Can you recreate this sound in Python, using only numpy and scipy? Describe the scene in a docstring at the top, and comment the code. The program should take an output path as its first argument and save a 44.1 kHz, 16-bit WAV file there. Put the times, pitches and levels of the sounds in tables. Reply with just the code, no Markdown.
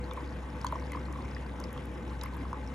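"""A countertop dispenser pours a thin stream of hot water into a part-filled mug, close to the microphone.
From the start the heater rumbles, the stream rushes, the pump hums and swarms of tiny bubbles gurgle,
surging most near 0.2 s. Bubbles ring, plops sink in pitch and the spout spits sharp bursts of noise.
The heaviest plops fall near 0.65 and 0.72 s, as the pump hum is about to rise for half a second, and near
2.53 s. A small kitchen answers the bubbles and plops faintly with a short, diffuse tail."""
import sys
import numpy as np
from scipy import signal
from scipy.fft import rfft, irfft
from scipy.io import wavfile
from scipy.ndimage import uniform_filter1d

SR = 44100
rng = np.random.default_rng(int(sys.argv[2]) if len(sys.argv) > 2 else 0)


def store_wav(level_fs):
    """Save 16-bit WAV to argv[1]."""
    pcm = np.round(np.clip(np.atleast_2d(level_fs), -1, 1) * 32767)
    wavfile.write(sys.argv[1], SR, pcm.T.astype(np.int16))


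N = 120834


def amp(db):
    """Decibels to gain."""
    return 10 ** (np.asarray(db) / 20)


def unit(x):
    """Scales to rms 1."""
    return x / np.sqrt(np.mean(x ** 2) + 1e-20)


def read(points, hz):
    """Reads a table along a log-frequency axis."""
    f, value = np.transpose(points)
    return np.interp(np.log(hz + 1), np.log(f + 1), value)


def over_time(points):
    """Draws a (seconds, value) table as a curve over the whole scene."""
    return np.interp(np.arange(N) / SR, *np.transpose(points))


def add(mix, s, sound):
    """Mixes a sound in at time s."""
    part = mix[max(round(s * SR), 0):][:len(sound)]
    part += sound[:len(part)]


def drift(rate_hz):
    """Random motion of rms 1, mostly slower than rate_hz."""
    hz = np.fft.rfftfreq(N, 1 / SR)
    spectrum = rfft(rng.standard_normal(N)) / (1 + (hz / rate_hz) ** 4)
    return unit(irfft(spectrum, N))


def band(noise, centre_hz, octaves):
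    """Keeps a bell-shaped band of the noise, at rms 1."""
    hz = np.fft.rfftfreq(len(noise), 1 / SR)
    bell = np.exp(-.5 * (np.log2((hz + 1) / centre_hz) / octaves) ** 2)
    return unit(irfft(rfft(noise) * bell, len(noise)))


# Colour of heater rumble and stream rush. Each row: frequency in Hz, relative spectral level in dB.
RUSH_COLOUR = [(20, -30), (60, -1), (140, -3.5), (250, -1.5), (425, -11), (540, -10.5), (700, -15.5),
               (1000, -13), (1400, -20), (2100, -22.5), (3700, -30.5), (4650, -43), (5100, -37),
               (5900, -42), (7300, -35), (8200, -34.5), (10300, -44), (12500, -53), (16000, -45)]
# Resonances of the casing and the mug. Each row: frequency in Hz, width in Hz, boost in dB.
RESONANCES = [(498.4, 29, 11.5), (855, 27.4, 10.5), (1535, 54, 8), (1904, 27, 6.5), (2093, 24, 8.5)]
# How alike the rush is at the two microphone ports. Each row: frequency in Hz, likeness (1 is identical).
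PORT_LIKENESS = [(60, 0.97), (300, .95), (700, 0.72), (1050, 0.66), (1800, 0.41), (3000, 0.64), (7000, 1),
                 (8200, 0.98)]
# Vigour of the gurgle, which the rush partly follows. Each row: time in seconds, level in dB.
VIGOUR = [(0, -2), (.21, 7.5), (.42, -2), (.75, 5.5), (1.15, 4), (1.55, 3.5), (2.35, 2.5), (2.74, 1.5)]
RUSH_DB, PATCH_DB, FLICKER_DB = -42.5, 1.55, 1.36
FLICKER_ABOVE_HZ, RUSH_FOLLOWS = 1750, 0.22  # RUSH_FOLLOWS: share of the vigour in dB


def rush():
    """Simmering rumble and the patchy rush of the stream, coloured by the casing and the mug."""
    frames, hz = N // 512 + 6, np.fft.rfftfreq(2048, 1 / SR)
    a, b, c, d, patches = rng.standard_normal(size=(5, frames, len(hz)))
    patches = uniform_filter1d(patches, size=4, axis=0)
    patches = unit(uniform_filter1d(patches, size=24, axis=1))
    likeness = np.clip(read(PORT_LIKENESS, hz), -1, 1)
    left = a + 1j * b
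    right = likeness * left + np.sqrt(1 - likeness ** 2) * (c + 1j * d)
    grains = np.array([left, right]) * amp(PATCH_DB * patches)
    noise = signal.istft(grains.transpose(0, 2, 1), nperseg=2048, noverlap=1536)[1][:, :N]

    hz = np.fft.rfftfreq(N, 1 / SR)
    boosts_db = sum(db / (1 + (2 * (hz - f) / width) ** 2) for f, width, db in RESONANCES)
    spectrum = rfft(noise) * amp(read(RUSH_COLOUR, hz) + boosts_db)
    whole = irfft(spectrum, N)
    low = irfft(spectrum / (1 + (hz / FLICKER_ABOVE_HZ) ** 4), N)
    # Only the treble flickers and follows the vigour
    treble_db = RUSH_FOLLOWS * over_time(VIGOUR) + FLICKER_DB * drift(rate_hz=76)
    return amp(RUSH_DB) * unit(low + (whole - low) * amp(treble_db))


# Pump motor. Each row: time in seconds, speed in Hz before the waver, level in dB before the flutter.
PUMP = [(0, 63.58, -40), (.69, 63.33, -40), (0.831, 65.82, -38.5), (1.25, 65.56, -38.5),
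        (1.43, 63.73, -39.5), (1.66, 62.86, -42.5), (2.1, 63.7, -39.5), (2.5, 63.5, -39.5)]
# Motor hum and gear tones. Each row: multiple of the pump speed, relative level in dB.
PUMP_ORDERS = [(1, -1), (1.6, -18), (2.15, -13.5), (4.4, -18.5)]
PUMP_WAVER, PUMP_FLUTTER_DB = 0.0176, 0.8  # waver: rms share of the speed


def pump():
    """A low motor hum with weak gear tones, all following the pump's speed."""
    s, hz, db = np.transpose(PUMP)
    t = np.arange(N) / SR
    speed_hz = np.interp(t, s, hz) * (1 + PUMP_WAVER * drift(rate_hz=14.2))
    turns = np.cumsum(speed_hz) / SR
    hum = sum(amp(order_db) * np.sin(2 * np.pi * (multiple * turns + rng.random()))
              for multiple, order_db in PUMP_ORDERS)
    level_db = np.interp(t, s, db) + PUMP_FLUTTER_DB * drift(rate_hz=4.2)
    return np.sqrt(2) * amp(level_db) * hum


BUBBLE_RISE_S, BUBBLE_SHAPE = .0005, 2.2  # a shape above 1 holds the ring, then drops it
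POP_DB, POP_OCTAVES, POP_PER_RING = -8, 0.69, 0.79  # pop decay as a share of the ring time


def bubble(hz, ring_s, pop_hz, pop_db, noise):
    """Trapped air pinches off with a splashy pop and rings for a few cycles; hz may be a curve."""
    t = np.arange(len(noise)) / SR
    cycles = np.cumsum(hz * np.ones(len(t))) / SR
    tone = np.exp(-(t / ring_s) ** BUBBLE_SHAPE) * np.sin(2 * np.pi * cycles)
    pop = band(noise, pop_hz, POP_OCTAVES) * np.exp(-t / (POP_PER_RING * ring_s))
    return (1 - np.exp(-t / BUBBLE_RISE_S)) * (tone + amp(pop_db) * pop)


# Swarms of faint bubbles. Each row: bubbles per second, middle pitch in Hz, widest pitch spread either way
# in octaves, ring in seconds, level in dB of the faintest bubble before the vigour.
SWARMS = [(29.94, 242.2, 0.44, 0.016, -52), (69.97, 1042, 0.14, 0.0058, -56.5),
          (85, 1900, 0.33, 0.0032, -59), (89.6, 4450, .35, 0.0014, -60)]
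SWARM_SPREAD_DB, SWARM_CAP = 3.3, 2.3  # mean extra level before the cap; the cap as a multiple of it
CLUSTER_DB, CLUSTER_HZ = 2.5, 9


def gurgle():
    """Swarms of faint bubbles, low simmer to fine fizz, in loose clusters that follow the stream's vigour."""
    out = np.zeros(N)
    for per_s, hz, octaves, ring_s, db in SWARMS:
        draws, noises = rng.random(size=(400, 3)), rng.standard_normal(size=(400, 2048))
        times = np.cumsum(-np.log(draws[:, 0])) / per_s
        extra_db = SWARM_SPREAD_DB * np.minimum(-np.log(draws[:, 1]), SWARM_CAP)
        spread = np.log(draws[:, 2] / (1 - draws[:, 2])).clip(-2, 2) / 2
        pitches = hz * 2 ** (octaves * spread)
        for s, size_db, pitch, noise in zip(times, extra_db, pitches, noises):
            if s < N / SR:
                add(out, s, amp(db + size_db) * bubble(pitch, ring_s, pitch, POP_DB, noise))
    clusters_db = CLUSTER_DB * np.tanh(drift(CLUSTER_HZ))
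    return out * amp(over_time(VIGOUR) + clusters_db)


# Small bubbles and droplet ticks. Each row: start in seconds, ring level in dB, pitch in Hz.
BUBBLES = [(.041, -42.5, 4346), (.111, -37.5, 3530), (0.26, -49, 4100), (.275, -50, 4950),
           (.502, -47, 5360), (.645, -43, 4140), (0.6676, -37.5, 3270), (.6666, -34, 4480),
           (0.6667, -33, 6520), (.727, -39.5, 635), (.868, -48, 5000), (0.919, -35, 2070),
           (.933, -38, 2050), (1.0543, -45, 4250), (1.3125, -46, 5138), (1.3478, -39.5, 5000),
           (1.365, -35.5, 1890), (1.6394, -33.5, 5260), (1.7764, -41, 3260), (2.2126, -35, 3810),
           (2.215, -43, 5080), (2.2367, -34, 5170), (2.26, -37.5, 2090), (2.675, -41.5, 5400)]
BUBBLE_CYCLES = 8.5  # ring time in cycles of the pitch


def small_bubbles():
    """Small single bubbles that die the sooner the higher they ring."""
    out = np.zeros(N)
    for s, db, hz in BUBBLES:
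        noise = rng.standard_normal(2048)
        add(out, s, amp(db) * bubble(hz, BUBBLE_CYCLES / hz, hz, POP_DB, noise))
    return out


# Plops of the stream plunging into the mug. Each row: start in seconds, ring level in dB, ring in seconds.
PLOPS = [(0.113, -31.5, 0.0028), (0.1736, -34, 0.01), (.196, -41.5, .006), (0.6455, -22.5, 0.0054),
         (.662, -36, .016), (.7242, -25, 0.0067), (0.7554, -31, 0.0079), (.9488, -32.5, 0.01),
         (0.971, -38, 0.0085), (1.084, -34.5, 0.003), (1.159, -35.5, 0.0042), (1.187, -36.5, 0.0057),
         (1.7635, -36.5, .0042), (2.2373, -33, 0.0044), (2.258, -38, 0.0073), (2.368, -37.5, 0.0045),
         (2.4526, -35.5, 0.0051), (2.5298, -24.5, 0.0037), (2.542, -37.5, 0.0046)]
PLOP_START_HZ, PLOP_END_HZ, PLOP_SINK_S = 1190, 961, 0.0033  # end pitch is for a plop of average dB
PLOP_DEEPER_HZ_PER_DB = 13.5
PLOP_SPLASH_HZ, PLOP_SPLASH_DB = 1290, -17  # splash relative to the ring


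def plops():
    """Each plop sinks in pitch as its cavity deepens, the strong ones furthest."""
    out, t = np.zeros(N), np.arange(2048) / SR
    usual_db = np.mean(PLOPS, axis=0)[1]
    for s, db, ring_s in PLOPS:
        end_hz = PLOP_END_HZ - PLOP_DEEPER_HZ_PER_DB * (db - usual_db)
        sinking_hz = end_hz + (PLOP_START_HZ - end_hz) * np.exp(-t / PLOP_SINK_S)
        noise = rng.standard_normal(len(t))
        add(out, s, amp(db) * bubble(sinking_hz, ring_s, PLOP_SPLASH_HZ, PLOP_SPLASH_DB, noise))
    return out


# Spits of spray. Each row: start in seconds, level in dB, brightest frequency in Hz.
SPITS = [(.135, -43.5, 8700), (.614, -41, 5700), (.646, -38, 9300), (0.6662, -41, 5850), (.686, -47, 4940),
         (0.723, -46.5, 13000), (0.9188, -40.5, 8740), (1.126, -45.5, 6900), (1.601, -40, 7240),
         (1.6394, -41.5, 4700), (1.729, -42, 10600), (1.855, -46.5, 8740), (2.2124, -39.5, 4500),
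         (2.2347, -35.5, 10500), (2.258, -45, 12000), (2.343, -50.5, 11800), (2.3675, -48.5, 11310),
         (2.5295, -47, 6100)]
SPIT_RISE_S, SPIT_DECAY_S, SPIT_OCTAVES = 0.00033, 0.0012, 0.48
SPIT_ECHO_S, SPIT_ECHO_DB = .0019, -15


def spits():
    """Each spit is a very short bright burst, thrown back once by the dispenser's recess."""
    out, t = np.zeros(N), np.arange(512) / SR
    shape = (1 - np.exp(-t / SPIT_RISE_S)) * np.exp(-t / SPIT_DECAY_S)
    strength = np.sqrt(SPIT_DECAY_S * SR / 2)  # gives every burst the same energy at 0 dB
    for s, db, centre_hz in SPITS:
        for delay, echo_db in ((0, 0), (SPIT_ECHO_S, SPIT_ECHO_DB)):
            burst = band(rng.standard_normal(len(t)), centre_hz, SPIT_OCTAVES) * shape
            add(out, s + delay, amp(db + echo_db) * burst * strength / np.linalg.norm(burst))
    return out


# Kitchen decay. Each row: frequency in Hz, time to fall 60 dB in seconds.
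ROOM = [(200, 0.22), (2000, 0.1)]
ROOM_DB = -9


def kitchen(x):
    """A short diffuse tail, different at each port, the treble dying first."""
    hz, t, grains = signal.stft(rng.standard_normal(size=(2, SR // 2)), SR, nperseg=256)
    decay_db = -60 * t / read(ROOM, hz)[:, None]
    tail = signal.istft(grains * amp(decay_db), SR, nperseg=256)[1]
    return signal.fftconvolve(x[None], tail / np.linalg.norm(tail[0]), axes=1)[:, :N]


def scene():
    """The running machine, the dry ticks of spray, and the bubbles with their echo."""
    machine = rush() + pump()
    bubbles = gurgle() + small_bubbles() + plops()
    return machine + bubbles + spits() + amp(ROOM_DB) * kitchen(bubbles)


# Phase between the two microphone ports. Each row: frequency in Hz, lead of the left in radians.
PORT_PHASE = [(500, 0), (2100, .3), (3300, 1.35), (6100, .3), (7800, -3.05), (8700, -3.25), (10400, -5.2),
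              (12900, -7.6), (14000, -9), (15700, -9.7)]
# Balance of the ports. Each row: frequency in Hz, left minus right in dB.
PORT_BALANCE = [(280, 1.2), (600, 0.7), (1100, 0.5), (1850, 5), (3500, 0), (5100, 4.5), (8000, -0.5)]
EDGE_HZ = 16300


def record(dry):
    """The two ports differ in level and phase; then a steep low-pass sets the band limit."""
    hz = np.fft.rfftfreq(N, 1 / SR)
    half = amp(read(PORT_BALANCE, hz) / 2) * np.exp(.5j * read(PORT_PHASE, hz))
    pair = irfft(rfft(dry) * np.array([half, 1 / half]), N)
    low_pass = signal.firwin(511, EDGE_HZ, window=("kaiser", 9), fs=SR)
    return signal.oaconvolve(pair, low_pass[None], "same")


dry = scene()
out = record(dry)
store_wav(out)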